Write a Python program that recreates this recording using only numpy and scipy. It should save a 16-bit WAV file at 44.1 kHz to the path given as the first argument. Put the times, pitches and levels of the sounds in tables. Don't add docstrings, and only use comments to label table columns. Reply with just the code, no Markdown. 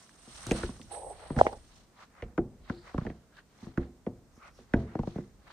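import sys
import numpy as np
from scipy import signal
from scipy.fft import rfft, irfft, next_fast_len
from scipy.io import wavfile
from scipy.ndimage import uniform_filter1d

SR = 44100
rng = np.random.default_rng(int(sys.argv[2]) if len(sys.argv) > 2 else 0)


def wrap_up_sound(samples):
    columns = np.atleast_2d(samples).T
    tamed = np.clip(columns, -1, 1)
    steps = np.round(tamed * 32767).astype(np.int16)
    wavfile.write(sys.argv[1], SR, steps)


N = 243431

# (f/Hz, level/dB)
NIGHT_SPECTRUM = [(59, -27.5), (100, -6), (276, -3.5), (1590, -16.5), (3000, -23.5), (6030, -21.5),
                  (9810, -24), (10900, -51), (12600, -35.5), (13800, -23), (15600, -57.5)]
# (t/s, level/dB)
WIND_LEVEL = [(0, -74.5), (.4, -58), (1.6, -53.5), (1.95, -70.5), (2.6, -56), (3.45, -70), (5.2, -57.5),
              (5.52, -65)]
# (loudest t/s, rise t/s, fall t/s, level/dB)
PORT_HISSES = [(0.0, 0.11, 0.17, -66.5), (.55, 0.42, 0.27, -51), (.92, 0.01, 0.17, -45.5),
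               (1.1, 0.26, 0.073, -55), (1.4, 0.55, 0.32, -59.5)]
# (loudest t/s, rise t/s, fall t/s,
# boots brushing snow level/dB, coarse jacket folds level/dB, fine weave level/dB)
CLOTHES_SWISHES = [(0.02, 0.2, 0.28, -64.5, -65.5, -63), (0.36, 0.24, 1, -62.5, -59.5, -56.5),
                   (0.6, 0.36, .17, -45.5, -48.5, -52.5), (0.925, 0.043, 0.12, -51.5, -56, -65),
                   (1.235, 0.25, 0.41, -55.5, -60.5, -74), (1.4, 0.045, 0.17, -50, -51.5, -52),
                   (1.79, 0.46, 0.13, -66.5, -66, -67.5), (2.03, 0.1, 0.047, -54, -60.5, -66),
                   (2.18, .1, 0.19, -58, -82, -83.5), (2.7, 0.083, 0.12, -56.5, -62, -76),
                   (2.88, 0.083, 0.13, -52, -66.5, -68), (3.06, 0.47, 0.19, -60, -67, -76),
                   (3.39, 0.074, 0.034, -58.5, -61.5, -77.5), (3.64, 0.16, 0.13, -59, -63.5, -67.5),
                   (3.82, 0.08, 0.079, -55.5, -67.5, -75), (4.48, 0.12, 0.031, -53, -66.5, -69),
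                   (4.6, 0.084, 0.087, -65, -67, -69), (4.8, 0.15, 0.12, -58.5, -64.5, -70),
                   (4.93, 0.29, 0.16, -57.5, -79, -93), (5.09, 0.22, 0.24, -65, -65, -69.5),
                   (5.17, 0.089, 0.16, -60, -78, -70), (5.52, 0.094, 0.12, -50.5, -60, -78)]
# (t/s, peak level/dB, f/Hz)
FABRIC_TICKS = [(0.4673, -24.5, 6660), (0.51, -28, 6800), (0.518, -24.5, 6260), (0.092, -46, 1810),
                (0.814, -40, 3580), (2.238, -46, 2300)]
# (t/s, thud peak level/dB before panning, thud f/Hz, knock level/dB re thud, knock f/Hz,
# deep sway level/dB re thud, ring level/dB re thud, hollow ring f/Hz)
DECK_BLOWS = [(0.272, -47.5, 298, -3, 980, -15.5, 1, 353), (0.464, -37.5, 318, 4.5, 1230, -3, 3.5, 363),
              (0.488, -32, 300, -7, 700, -20, -6.5, 320), (0.510, -13.5, 262, -6.5, 2330, -12, -7, 480),
              (0.632, -23, 370, -3.5, 1510, -3.5, -5, 395), (0.689, -29.5, 211, -9, 980, -22, -7, 293),
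              (0.794, -41, 216, -7, 1000, -26.5, -1, 293), (1.302, -23, 250, -9.5, 1010, -11, -8.5, 328),
              (1.363, -20, 143.7, -13.5, 1410, -1, 2, 238), (2.222, -32.5, 449, -0.5, 2140, 1, 2.5, 447),
              (2.377, -19, 302, -5, 1370, -13.5, -7.5, 433), (2.383, -15.5, 253, -30.5, 1342, -14, -6, 358),
              (2.697, -24, 235, -2.5, 1303, -38.5, -4.5, 309),
              (2.942, -22, 327, -13.5, 1250, -5.5, -8, 343), (2.979, -18, 159, -8, 1030, -18, -19, 248),
              (3.012, -30.5, 145, -9, 1270, -5, -7.5, 240), (3.049, -28.5, 153, -6, 700, -19, -0.5, 250),
              (3.065, -27, 246, -7, 1750, -6, -4, 308), (3.098, -29.5, 238, -10.5, 1710, -22, -12, 308),
              (3.625, -41, 197, -8, 1000, -9, 0, 280), (3.666, -35, 188.6, -10, 1055, -10, -5, 280),
              (3.774, -16.5, 190, -10.5, 1340, -7.5, -6.5, 400),
              (4.064, -25.5, 404, -17, 2000, -22, -8, 703), (4.068, -22, 248, -38.5, 1000, -23, -8.5, 353),
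              (4.372, -46, 225, -21, 1000, -27, -10.5, 300), (4.586, -44.5, 436, -15, 1220, -23, -3, 440),
              (4.736, -12, 223, -6, 1590, -5.5, -7.5, 341), (4.951, -19, 337, -12, 800, -48.5, -9, 366),
              (4.990, -22.5, 173, -5, 830, -4.5, -6, 278), (5.032, -34.5, 166, 3.5, 810, -27.5, -7, 260),
              (5.071, -20, 178, -12, 700, -24.5, -9.5, 216), (5.156, -25, 189, -46, 1130, -30, -8, 230),
              (5.182, -22, 239, -22, 1200, -37, -8.5, 313)]
# (f/Hz, level/dB, t60 t/s)
PLANK_MODES = [(105.5, -5, 0.19), (138.6, 7.5, 0.071), (203.6, -2.5, 0.11), (240.3, 1, 0.088),
               (347, -3, 0.091), (455, -4, 0.043), (541.6, -1, 0.012), (714.5, -9, 0.067)]
# (f/Hz, level/dB, t60 t/s)
SPAN_MODES = [(42, -8, 0.11), (64, -14, 0.32)]
# (full from t/s, rise t/s, hold t/s, fall t/s, level/dB)
FINGER_RUBS = [(0.915, 0.013, .19, 0.068, -43.5), (1.218, 0.11, .01, 0.25, -51.5),
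               (1.398, .04, 0.0093, 0.041, -28.5), (1.459, .03, .005, 0.048, -32),
               (1.529, .06, 0.0071, 0.041, -42.5)]
# (t/s, case peak level/dB, case f/Hz, case width f/Hz, crack level/dB re case, crack f/Hz)
CASE_KNOCKS = [(1.387, -32, 540, 460, 14.5, 1510), (1.411, 0.5, 667, 373, -36, 3520),
               (1.527, -33, 530, 1100, -4.5, 970), (1.465, -9, 594, 650, -14.5, 1970)]
# (loudest t/s, rise t/s, fall t/s, level/dB, f/Hz at its loudest)
COLOURED_SCUFFS = [(2.028, 0.067, .03, -53.5, 1228), (2.76, 0.11, 0.33, -66, 4340),
                   (3.39, 0.073, .03, -56.5, 1595), (4.44, .05, 0.075, -50.5, 1273),
                   (4.37, .08, .1, -71.5, 5860), (4.57, 0.11, .05, -69.5, 5600)]
# (f/Hz, level/dB)
RUB_SPECTRUM = [(300, -19.0), (420, -6.0), (600, -4.5), (820, -2.5), (930, -10.0), (1050, -19), (1300, -46.5)]
# (f/Hz, level/dB)
PORT_SPECTRUM = [(7850, -18.0), (8050, 2.5), (9000, -1.5), (10500, -14), (11500, -31)]

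NIGHT_DB, RUMBLE_DB = -66.5, -69
LATE_S = 0.004077
SWELL_ROUND = 1.107
PAN_SPREAD_DB = 1.5
RUB_GRAIN_DB = 1.8
SCUFF_WIDTH, SCUFF_CLIMB_HZ_PER_S = 0.25, 1500
SCUFF_UPPER, SCUFF_UPPER_DB = 1.8, -11
BASS_CUT_HZ, TOP_HZ = 33, 15650

SIZE = 2 ** 15
HIT_T, HIT_HZ = np.arange(SIZE) / SR, np.fft.rfftfreq(SIZE, 1 / SR)
LEFT_RIGHT = np.array([[1], [-1]])


def undb(db):
    return 10 ** (np.asarray(db) / 20)


def peak(hz, centre_hz, width_hz):
    return 1 / (1 + 1j * (hz ** 2 - centre_hz ** 2) / (width_hz * hz + 1e-9))


def hump(hz, centre_hz, width_hz):
    return np.abs(peak(hz, centre_hz, width_hz)) ** 2


def points(hz, table):
    f, db = np.transpose(table)
    return undb(np.interp(np.log(hz + 1), np.log(f), db, left=-70, right=-70))


def walk(rate):
    k = int(SR / rate)
    steps = np.repeat(rng.standard_normal(N // k + 1), k)
    return 0.93 * uniform_filter1d(steps, k)[:N]


def hiss(shape, apart_hz, grain_db, rate):
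    size = next_fast_len(N)
    hz = np.fft.rfftfreq(size, 1 / SR)
    flicker = undb(grain_db * np.resize(walk(rate), size))
    mid, side = rfft(rng.standard_normal((2, size)) * flicker)
    share = np.hypot(hz, .08 * apart_hz) / np.hypot(hz, apart_hz)
    stereo = (mid + share * side * LEFT_RIGHT) / np.sqrt(1 + share ** 2)
    x = irfft(shape(hz) * stereo, size)[:, :N]
    return x / x.std()


def swells(s, rise, hold, fall, *levels):
    dt = np.arange(0, N + 32, 32) / SR - s
    away = np.maximum(-dt, 0) / rise + np.maximum(dt - hold, 0) / fall
    shape = undb(-20 * away ** SWELL_ROUND)
    return [np.repeat(np.sqrt(((undb(db) * shape) ** 2).sum(0)), 32)[:N] for db in levels]


def unheld(table):
    s, rise, *rest = np.transpose(table)[:, :, None]
    return swells(s, rise, 0, *rest)


def ring(modes, t):
    hz, db, t60 = np.transpose(modes)[:, :, None]
    gain_chance, pitch_chance = rng.standard_normal((2, len(modes), 1))
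    tones = np.sin(2 * np.pi * hz * (1 + 0.043 * pitch_chance) * t)
    x = (undb(db + 2 * gain_chance) * tones * 1000. ** (-t / t60)).sum(0)
    return x / np.abs(x).max()


def crack(t, hz, centre_hz, t60, grit_db):
    noise = rng.standard_normal((2, len(t))) * .8 + rng.standard_normal(len(t))
    scrunch = rfft(noise * (1000. ** (-t / t60) + undb(-22.5) * 1000. ** (-t / 0.16)))
    notch = undb(-4.5) * peak(hz, .55 * centre_hz, 0.2 * centre_hz) ** 2
    wood = peak(hz, centre_hz, .5 * centre_hz) ** 2 - notch
    grit = undb(grit_db) * (peak(hz, 4526, 3000) ** 3 + undb(-19.5) * peak(hz, 15000, 2500) ** 2)
    x = irfft((scrunch + 8) * wood + scrunch * grit)
    return x / np.abs(x).max()


def add(out, x, s, hz, lag_s):
    turn = 2 * LATE_S * np.sqrt(200 * hz) + .003 * hz + np.outer([lag_s / 2, -lag_s / 2], hz)
    x = irfft(rfft(x * np.ones((2, 1))) * np.exp(-2j * np.pi * turn))
    i = int((s - .003) * SR)
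    out[:, i:i + SIZE] += x[:, :N - i]


def night_bed():
    return undb(NIGHT_DB) * hiss(lambda f: points(f, NIGHT_SPECTRUM), 1700, 0.5, 22)


def deck_rumble():
    return undb(RUMBLE_DB) * hiss(lambda f: hump(f, 170, 180), 700, 1.423, 5.6)


def wind():
    s, db = np.transpose(WIND_LEVEL)
    level = np.interp(np.arange(N) / SR, s, db)
    return undb(level) * hiss(lambda f: hump(f, 42, 58), 180, 0.89, 28)


def port_hiss():
    noise = hiss(lambda f: points(f, PORT_SPECTRUM), 1, 1.563, 73)
    return unheld(PORT_HISSES)[0] * undb([[-12], [5]]) * noise


def clothes():
    boots, coarse, fine = unheld(CLOTHES_SWISHES)
    brush = hiss(lambda f: hump(f, 1214, 686) + undb(-4.5) * hump(f, 1920, 800)
                 + undb(0.5) * hump(f, 686, 500), 1500, 2.7, 200)
    folds = hiss(lambda f: hump(f, 4180, 1200) + hump(f, 3000, 1400), 1300, 2.7, 150)
    weave = hiss(lambda f: hump(f, 5800, 2000) + undb(-12.5) * hump(f, 8600, 1800), 1500, 3.3, 170)
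    return boots * brush + coarse * folds + fine * weave


def ticks():
    out = np.zeros((2, N))
    for s, db, tick_hz in FABRIC_TICKS:
        add(out, undb(db) * crack(HIT_T, HIT_HZ, tick_hz, 0.01, -35), s, HIT_HZ, 0)
    return out


def deck():
    out, t, hz = np.zeros((2, N)), HIT_T, HIT_HZ
    for s, db, thud_hz, knock_db, knock_hz, sway_db, ring_db, hollow_hz in DECK_BLOWS:
        soft = 1 / (1 + 1j * hz / (4 * thud_hz)) ** 4
        late = np.exp(-2j * np.pi * hz * 0.00201)
        hollow = undb(ring_db + 2) * peak(hz, hollow_hz, 40)
        thud = irfft((peak(hz, thud_hz, 0.66 * thud_hz) - hollow) * soft * late)

        decays = np.array([1000. ** (-t / 0.08), undb(-11) * 1000. ** (-t / 0.45)])
        short, long = rfft(rng.standard_normal(SIZE) * decays)
        contact = short * peak(hz, hollow_hz, 300) + long * peak(hz, 310, 380)
        ringing = irfft(rfft(ring(PLANK_MODES, t)) * contact)

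        body = thud / np.abs(thud).max()
        body += undb(ring_db) * ringing / np.abs(ringing).max()
        body += undb(sway_db) * ring(SPAN_MODES, t)
        pan = undb(PAN_SPREAD_DB * rng.standard_normal() / 2 * LEFT_RIGHT)
        knock = undb(knock_db) * crack(t, hz, knock_hz, 0.031, -31.5)
        add(out, undb(db) * (pan * body + knock), s, hz, -.00004)
    return out


def finger_rubs():
    s, rise, hold, fall, db = np.transpose(FINGER_RUBS)[:, :, None]
    noise = hiss(lambda f: points(f, RUB_SPECTRUM), 1813, RUB_GRAIN_DB, 150)
    return swells(s, rise, hold, fall, db)[0] * noise


def case_knocks():
    out, hz = np.zeros((2, N)), HIT_HZ
    for s, db, case_hz, width_hz, crack_db, crack_hz in CASE_KNOCKS:
        case = peak(hz, case_hz, width_hz)
        soft = 1 / (1 + 1j * hz / 1200) ** 2
        knock = irfft((case + undb(-12.0) * peak(hz, 220, 300)) * case * soft)
        snap = undb(crack_db) * crack(HIT_T, hz, crack_hz, 0.039, -19.5)
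        add(out, undb(db) * (knock / np.abs(knock).max() + snap), s, hz, .00022)
    return out


def scuffs():
    out, t = 0, np.arange(N) / SR
    for s, rise, fall, db, hz in COLOURED_SCUFFS:
        turns = 2 * np.pi * (hz * (t - s) + SCUFF_CLIMB_HZ_PER_S * (t - s) ** 2 / 2)
        swell = unheld([(s, rise, fall, db)])[0]
        for ratio, gain in ((1, 1), (SCUFF_UPPER, undb(SCUFF_UPPER_DB))):
            slow = signal.butter(2, SCUFF_WIDTH * hz * ratio / 2, fs=SR, output="sos")
            a = signal.sosfilt(slow, rng.standard_normal((3, N)))
            b = signal.sosfilt(slow, rng.standard_normal((3, N)))
            band = a * np.cos(ratio * turns) + b * np.sin(ratio * turns)
            band = band * undb(2.4 * walk(120))
            band = band[0] + 0.67 * band[1:]
            out = out + gain * swell * band / band.std()
    return out


def scene():
    beds = night_bed() + deck_rumble() + wind()
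    walker = clothes() + ticks() + deck() + scuffs()
    hand = port_hiss() + finger_rubs() + case_knocks()
    return undb(np.array([[-.3], [.3]])) * (beds + walker + hand)


def record(dry):
    bass_cut = signal.butter(3, BASS_CUT_HZ, "high", fs=SR, output="sos")
    top_cut = signal.ellip(12, .2, 80, TOP_HZ, fs=SR, output="sos")
    heard = signal.sosfilt(bass_cut, dry)
    return signal.sosfilt(top_cut, np.clip(heard, -.98, .98))


dry = scene()
out = record(dry)
wrap_up_sound(out)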